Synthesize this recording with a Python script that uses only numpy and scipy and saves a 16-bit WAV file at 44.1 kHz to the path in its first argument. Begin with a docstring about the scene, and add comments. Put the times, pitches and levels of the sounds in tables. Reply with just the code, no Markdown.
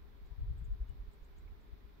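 """Soft thuds of wind over the steady airy hiss of an open hillside swell into one gust, then die down.
The wind is heard as the pressure of turbulent eddies on the two ports of the microphone.
Far traffic drones, and a small bird gives thin U-shaped chirps from the two sides of its syrinx.
Far whistles, a tiny tick, a soft crunch in the brush and a dull bump barely rise above the hiss."""
import sys
import numpy as np
from scipy import signal
from scipy.fft import rfft, irfft
from scipy.io import wavfile
from scipy.ndimage import uniform_filter1d

SR = 44100
rng = np.random.default_rng(int(sys.argv[2]) if len(sys.argv) > 2 else 0)


def dump_mix(stems):
    """Bounce the given channels to the path in sys.argv[1] as a 16-bit WAV at rate SR."""
    frames = np.atleast_2d(stems).T  # one column per channel
    limited = np.clip(frames, -1, 1)  # hard clip at full scale
    pcm = np.round(limited * 32767).astype(np.int16)
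    wavfile.write(sys.argv[1], SR, pcm)


N = 88200
T = np.arange(N) / SR
FREQS = np.maximum(np.arange(N // 2 + 1) * SR / N, 1)

# microphone self-noise (frequency [Hz], relative density [dB])
SELF_NOISE_SPECTRUM = [(7000, -35), (9400, -18), (10300, -12), (11000, -15), (11800, -9.5), (13000, -7),
                       (14000, -6), (14700, 0), (15300, -4), (15700, -5.5)]
# air over the slope (frequency [Hz], relative density [dB], balance [dB]); balance is left minus right
AIR_SPECTRUM = [(61, -7, -2.5), (192.5, 3.5, -8), (295.6, 1.5, 7.5), (432, -3.5, -5), (617, -8, 0.5),
                (760, -8, 2.5), (1076, -9, -1), (1555, -10.5, -1), (2430, -14, -3.5), (2750, -19, 1),
                (3560, -16, -6.5), (4720, -22, -3.5), (5590, -26.5, -2), (6880, -33.5, 3), (7800, -32.5, 1),
                (8900, -46.5, 0), (12500, -53.5, -3)]
# far road noise (centre [Hz], width [Hz], level [dB], balance [dB])
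TRAFFIC_BANDS = [(405.5, 48, -74.5, 5), (1013, 140, -82, -8.5), (3820, 800, -91, 2.5)]
# far whistles (time [s], half length [s], pitch [Hz], level [dB])
FAR_WHISTLES = [(.325, .022, 980, -79), (.44, .022, 970, -80), (.897, .022, 2940, -79.5)]
# crunch of dry stems (time [s], level [dB])
CRUNCH_PEAKS = [(1.48, -67.5)]
# resonances of the crunch (centre [Hz], width [Hz], relative level [dB])
CRUNCH_BANDS = [(980, 350, 0), (2300, 650, -4)]
# bright tick (time [s], level [dB], balance [dB])
TICK_PEAKS = [(.895, -76.5, 5)]
# chirps (middle time [s], length [s], lowest pitch [Hz], fall [Hz], rise [Hz],
# relative level of the fall [dB], relative level of the rise [dB], balance [dB])
CHIRP_SWEEPS = [(0.265, 0.015, 6650, 1800, 2000, -78, -77, -2),
                (0.529, 0.02, 7400, 1000, 1300, -85, -84, -8),
                (0.586, 0.014, 7150, 2000, 2100, -70, -70, -1),
                (.649, 0.015, 6490, 2500, 2200, -70, -72.5, -8),
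                (0.882, 0.022, 6350, 300, 2700, -84, -75, 5),
                (1.126, 0.028, 6650, 2500, 4000, -78, -71.5, 1),
                (1.240, 0.023, 6340, 1700, 2700, -78, -70.5, -1),
                (1.376, 0.026, 6200, 2200, 2800, -77.5, -67.5, -4),
                (1.618, .028, 6600, 2100, 1600, -77, -83, 0)]
# single eddies (time [s], half length [s], relative level [dB], balance [dB], frequency [Hz])
EDDY_IMPACTS = [(0.034, 0.031, -49, 4, 62.8), (0.238, 0.028, -45, 3.5, 47.1), (0.321, 0.015, -40, 20, 51),
                (0.322, 0.016, -55, 12, 130), (0.388, 0.011, -39, 9, 72), (0.421, 0.015, -31, 8, 55),
                (0.437, 0.013, -40.5, 7, 112), (.481, 0.015, -38, -8.5, 45), (0.514, 0.018, -31, 5, 55),
                (0.52, 0.013, -44.5, 12, 112), (0.623, 0.0073, -46.5, 14, 138), (0.642, 0.025, -41, 12, 58),
                (.686, .015, -41.5, 3, 98), (0.722, .021, -31.5, 1.5, 45), (0.817, 0.016, -29.5, 4, 50),
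                (.902, 0.0092, -36.5, 21, 50.4), (1.009, 0.02, -39.5, -4, 43),
                (1.085, 0.0088, -39, -35, 46), (1.225, 0.0081, -44.5, -11, 39),
                (1.433, 0.057, -50.5, -15, 49), (1.521, 0.022, -42, -6, 44.7),
                (1.733, 0.0081, -40.5, 7, 46.4), (1.848, 0.017, -48, 6, 49)]
# course of the gust (time [s], relative level [dB], balance [dB])
GUST_ENVELOPE = [(0, -58, 3), (.18, -57, 3), (.36, -55, 6), (.40, -47, 4), (.5, -44, 3), (.56, -46, 3),
                 (.67, -45, 4), (.76, -50, 5), (.95, -52, 2), (1.06, -53, 0), (1.12, -60, 3),
                 (1.3, -57, -1), (1.48, -52, -4), (1.65, -61, 0), (1.7, -55, 6), (1.8, -59, 3), (2, -59, 2)]
# rumble at the height of the gust (frequency [Hz], relative density [dB])
GUST_SPECTRUM = [(12, -27.5), (24, -6.5), (42, -1), (60, -5), (90, -6), (120, -10.5), (160, -26),
                 (250, -45.5), (1500, -120)]
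# rumble in the lull (frequency [Hz], relative density [dB])
LULL_SPECTRUM = [(12, -22), (24, -1), (42, 2.5), (68, -5.5), (95, -20), (130, -19), (200, -30.5),
                 (400, -49), (1500, -120)]


def undb(db):
    """Amplitude grows tenfold for every 20 dB."""
    return 10 ** (np.asarray(db) / 20)


def unit(x):
    """Normalisation to an rms of 1."""
    return x / np.sqrt(np.mean(x ** 2))


def colour(points, column=1):
    """Spectral envelope: a table column interpolated over log frequency."""
    table = np.array(points, float)
    return np.interp(np.log(FREQS), np.log(table[:, 0]), table[:, column])


def resonance(hz, width_hz):
    """Resonance: the squared magnitude of a second-order band-pass."""
    return 1 / (1 + ((FREQS ** 2 - hz ** 2) / (FREQS * width_hz * 0.98)) ** 2)


def shape(x, gain):
    """Linear filtering: the spectrum is multiplied by a gain per frequency."""
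    return irfft(rfft(x) * gain, N)


def noise(gain, channels=2):
    """Filtered white noise of rms 1, incoherent between channels."""
    return unit(shape(rng.standard_normal((channels, N)), gain))


def walk(rate_hz):
    """Random modulation: low-passed noise of rms 1."""
    return noise(np.exp(-(FREQS / rate_hz) ** 2), channels=1)[0]


def pan(balance_db):
    """Constant-power panning: left and right gains for a level difference."""
    gains = undb(np.array([np.atleast_1d(balance_db), -np.atleast_1d(balance_db)]) / 2)
    return gains / np.sqrt(np.mean(gains ** 2, axis=0))


def arrive(x, lag_s):
    """Path difference: sound from the left reaches the right port later."""
    return shape(x, np.exp(-2j * np.pi * FREQS * np.array([[0], [lag_s]])))


def even(x, span_s, amount):
    """Envelope compression: swells slower than the span are flattened by an amount from 0 to 1."""
    size = int(span_s * SR)
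    power = abs(signal.hilbert(x)) ** 2
    smoothed = uniform_filter1d(uniform_filter1d(power, size), size)
    return unit(x / smoothed ** (amount / 2))


def air():
    """Diffuse field: incoherent hiss from the whole slope, each half octave flickering on its own."""
    level_db, flicker_db = -66.5, 0.59
    hiss = noise(undb(colour(AIR_SPECTRUM)) * pan(colour(AIR_SPECTRUM, column=2)))
    half_octaves = np.clip(2 * np.log2(FREQS / 125), 0, 13)
    out = 0
    for k in range(14):
        band = shape(hiss, np.maximum(1 - abs(half_octaves - k), 0))
        out += band * undb(flicker_db * walk(29))
    return out * undb(level_db)


def traffic():
    """Band-limited noise: the drone and tyre hiss of a far road keep a nearly constant level."""
    road = 0
    for hz, width_hz, db, balance_db in TRAFFIC_BANDS:
        band = noise(resonance(hz, width_hz), channels=1)
        road += even(band, span_s=0.11, amount=0.76) * undb(db) * pan(balance_db)
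    return arrive(road, lag_s=0.00033)


def far_bird():
    """Frequency modulation: slight random changes of pitch make short pure whistles waver."""
    clock = np.cumsum(1 + 0.012 * walk(80)) / SR
    out = 0
    for time_s, half_s, hz, db in FAR_WHISTLES:
        tone = np.sqrt(2) * np.sin(2 * np.pi * hz * clock)
        out += tone * undb(db) * np.exp(-((T - time_s) / half_s) ** 2)
    return out


def brush_crunch():
    """Noise-excited resonance: dry stems crunch with a fast rise and an exponential decay."""
    attack_s, decay_s = 0.006, 0.015
    body = noise(sum(undb(db) * resonance(hz, width_hz) for hz, width_hz, db in CRUNCH_BANDS))
    envelope = 0
    for time_s, db in CRUNCH_PEAKS:
        envelope += undb(db) * np.exp(-np.maximum((time_s - T) / attack_s, (T - time_s) / decay_s))
    return body * envelope


def bump():
    """A pulse of low-frequency noise is heard as a dull knock, alike on both sides."""
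    time_s, half_s, level_db = 1.732, 0.012, -65
    body = noise(resonance(hz=290, width_hz=220), channels=1)
    return body * undb(level_db) * np.exp(-((T - time_s) / half_s) ** 2)


def tick():
    """A very short pulse of high-frequency noise is heard as a bright tick."""
    half_s = 0.0013
    burst = noise(resonance(hz=7800, width_hz=3200), channels=1)
    return sum(burst * undb(db) * np.exp(-((T - time_s) / half_s) ** 2) * pan(balance_db)
               for time_s, db, balance_db in TICK_PEAKS)


def small_bird():
    """Two-voice phonation: both sides of the syrinx dive and climb; scattering in brush adds a tail."""
    bend_exponent, pitch_wobble = 2.4, 0.013
    dip_db, trim_db, flutter_db = -11, -2.5, 1.8
    second_lead_s, second_db = 0.0017, -11  # one side sweeps earlier and is weaker
    scatter_s, scatter_db = 0.02, -4
    direct = np.zeros((2, N))
    for time_s, length_s, low_hz, fall_hz, rise_hz, fall_db, rise_db, balance_db in CHIRP_SWEEPS:
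        u = np.clip((T - time_s) / (length_s / 2), -1, 1)  # -1 to 1 across the chirp
        swell = np.sin(np.pi * u ** 2) + undb(dip_db) * (1 - u ** 2) ** 2  # loudest on the flanks
        flank_db = np.interp(u, [-0.5, 0.5], [fall_db, rise_db])
        envelope = swell * undb(flank_db + trim_db + flutter_db * walk(500))
        depth_hz = np.where(u < 0, fall_hz, rise_hz)
        for lead_s, voice_db in ((0, 0), (second_lead_s, second_db)):
            hz = low_hz + depth_hz * np.minimum(abs(u + 2 * lead_s / length_s), 1) ** bend_exponent
            cycles = np.cumsum(hz * (1 + pitch_wobble * walk(720))) / SR
            direct += undb(voice_db) * envelope * np.sin(2 * np.pi * cycles) * pan(balance_db)
    tail = rng.standard_normal((2, N)) * np.exp(-T / scatter_s)
    scattered = shape(direct, rfft(unit(tail)) / np.sqrt(N))
    return arrive(direct, lag_s=0.00047) + undb(scatter_db) * scattered


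def buffets():
    """Pressure pulses: each eddy striking the microphone is a thud of a few uneven, slowing swings."""
    wander_rad, trim_db = 0.53, -2.5
    slowing, skew_share = 0.1019, 0.71
    wander = wander_rad * np.array([walk(24), walk(36)])
    phases = rng.uniform(-np.pi, np.pi, (len(EDDY_IMPACTS), 2))
    out = 0
    for (time_s, half_s, db, balance_db, hz), (phase, skew) in zip(EDDY_IMPACTS, phases):
        u = (T - time_s) / half_s
        cycles = np.cumsum(hz * (1 - slowing * np.tanh(u))) / SR
        port_phase = phase + skew_share * np.array([[0], [skew]])  # the ports swing out of step
        swing = np.sqrt(2) * np.sin(2 * np.pi * cycles + wander + port_phase)
        out += swing * np.exp(-u ** 2) * undb(db + trim_db) * pan(balance_db)
    return out


def port_pressure(correlation):
    """Partial coherence: the two ports share part of their random pressure."""
    separate, shared = rng.standard_normal((2, N)), rng.standard_normal(N)
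    return np.sqrt(1 - correlation) * separate + np.sqrt(correlation) * shared


def wind():
    """Turbulence: small eddies push on each port, and stronger wind sheds faster ones."""
    onset_db, knee_db, trim_db = -47.5, 6.5, 1.5
    times, levels, balances = np.array(GUST_ENVELOPE).T
    db = np.interp(T, times, levels)
    pressure = port_pressure(correlation=0.37)
    gust = unit(shape(pressure, undb(colour(GUST_SPECTRUM))))
    lull = unit(shape(pressure, undb(colour(LULL_SPECTRUM))))
    gust_share = 0.5 + 0.5 * np.tanh((db - onset_db) / knee_db)
    eddies = even(gust_share * gust + (1 - gust_share) * lull, span_s=0.029, amount=0.84)
    return eddies * undb(db + trim_db) * pan(np.interp(T, times, balances))


def scene():
    """Superposition: the pressures of all sources add at the microphone."""
    return (wind() + buffets() + air() + traffic() + small_bird()
            + tick() + far_bird() + brush_crunch() + bump())


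def record(dry):
    """Self-noise and bandwidth: the microphone adds a thin hiss, and a steep low-pass cuts the top."""
    hiss_db, cutoff_hz = -80, 15750
    hiss = noise(undb(colour(SELF_NOISE_SPECTRUM))) * undb(hiss_db) * pan(balance_db=4)
    return shape(dry + hiss, 1 / (1 + (FREQS / cutoff_hz) ** 200))


dry = scene()
out = record(dry)
dump_mix(out)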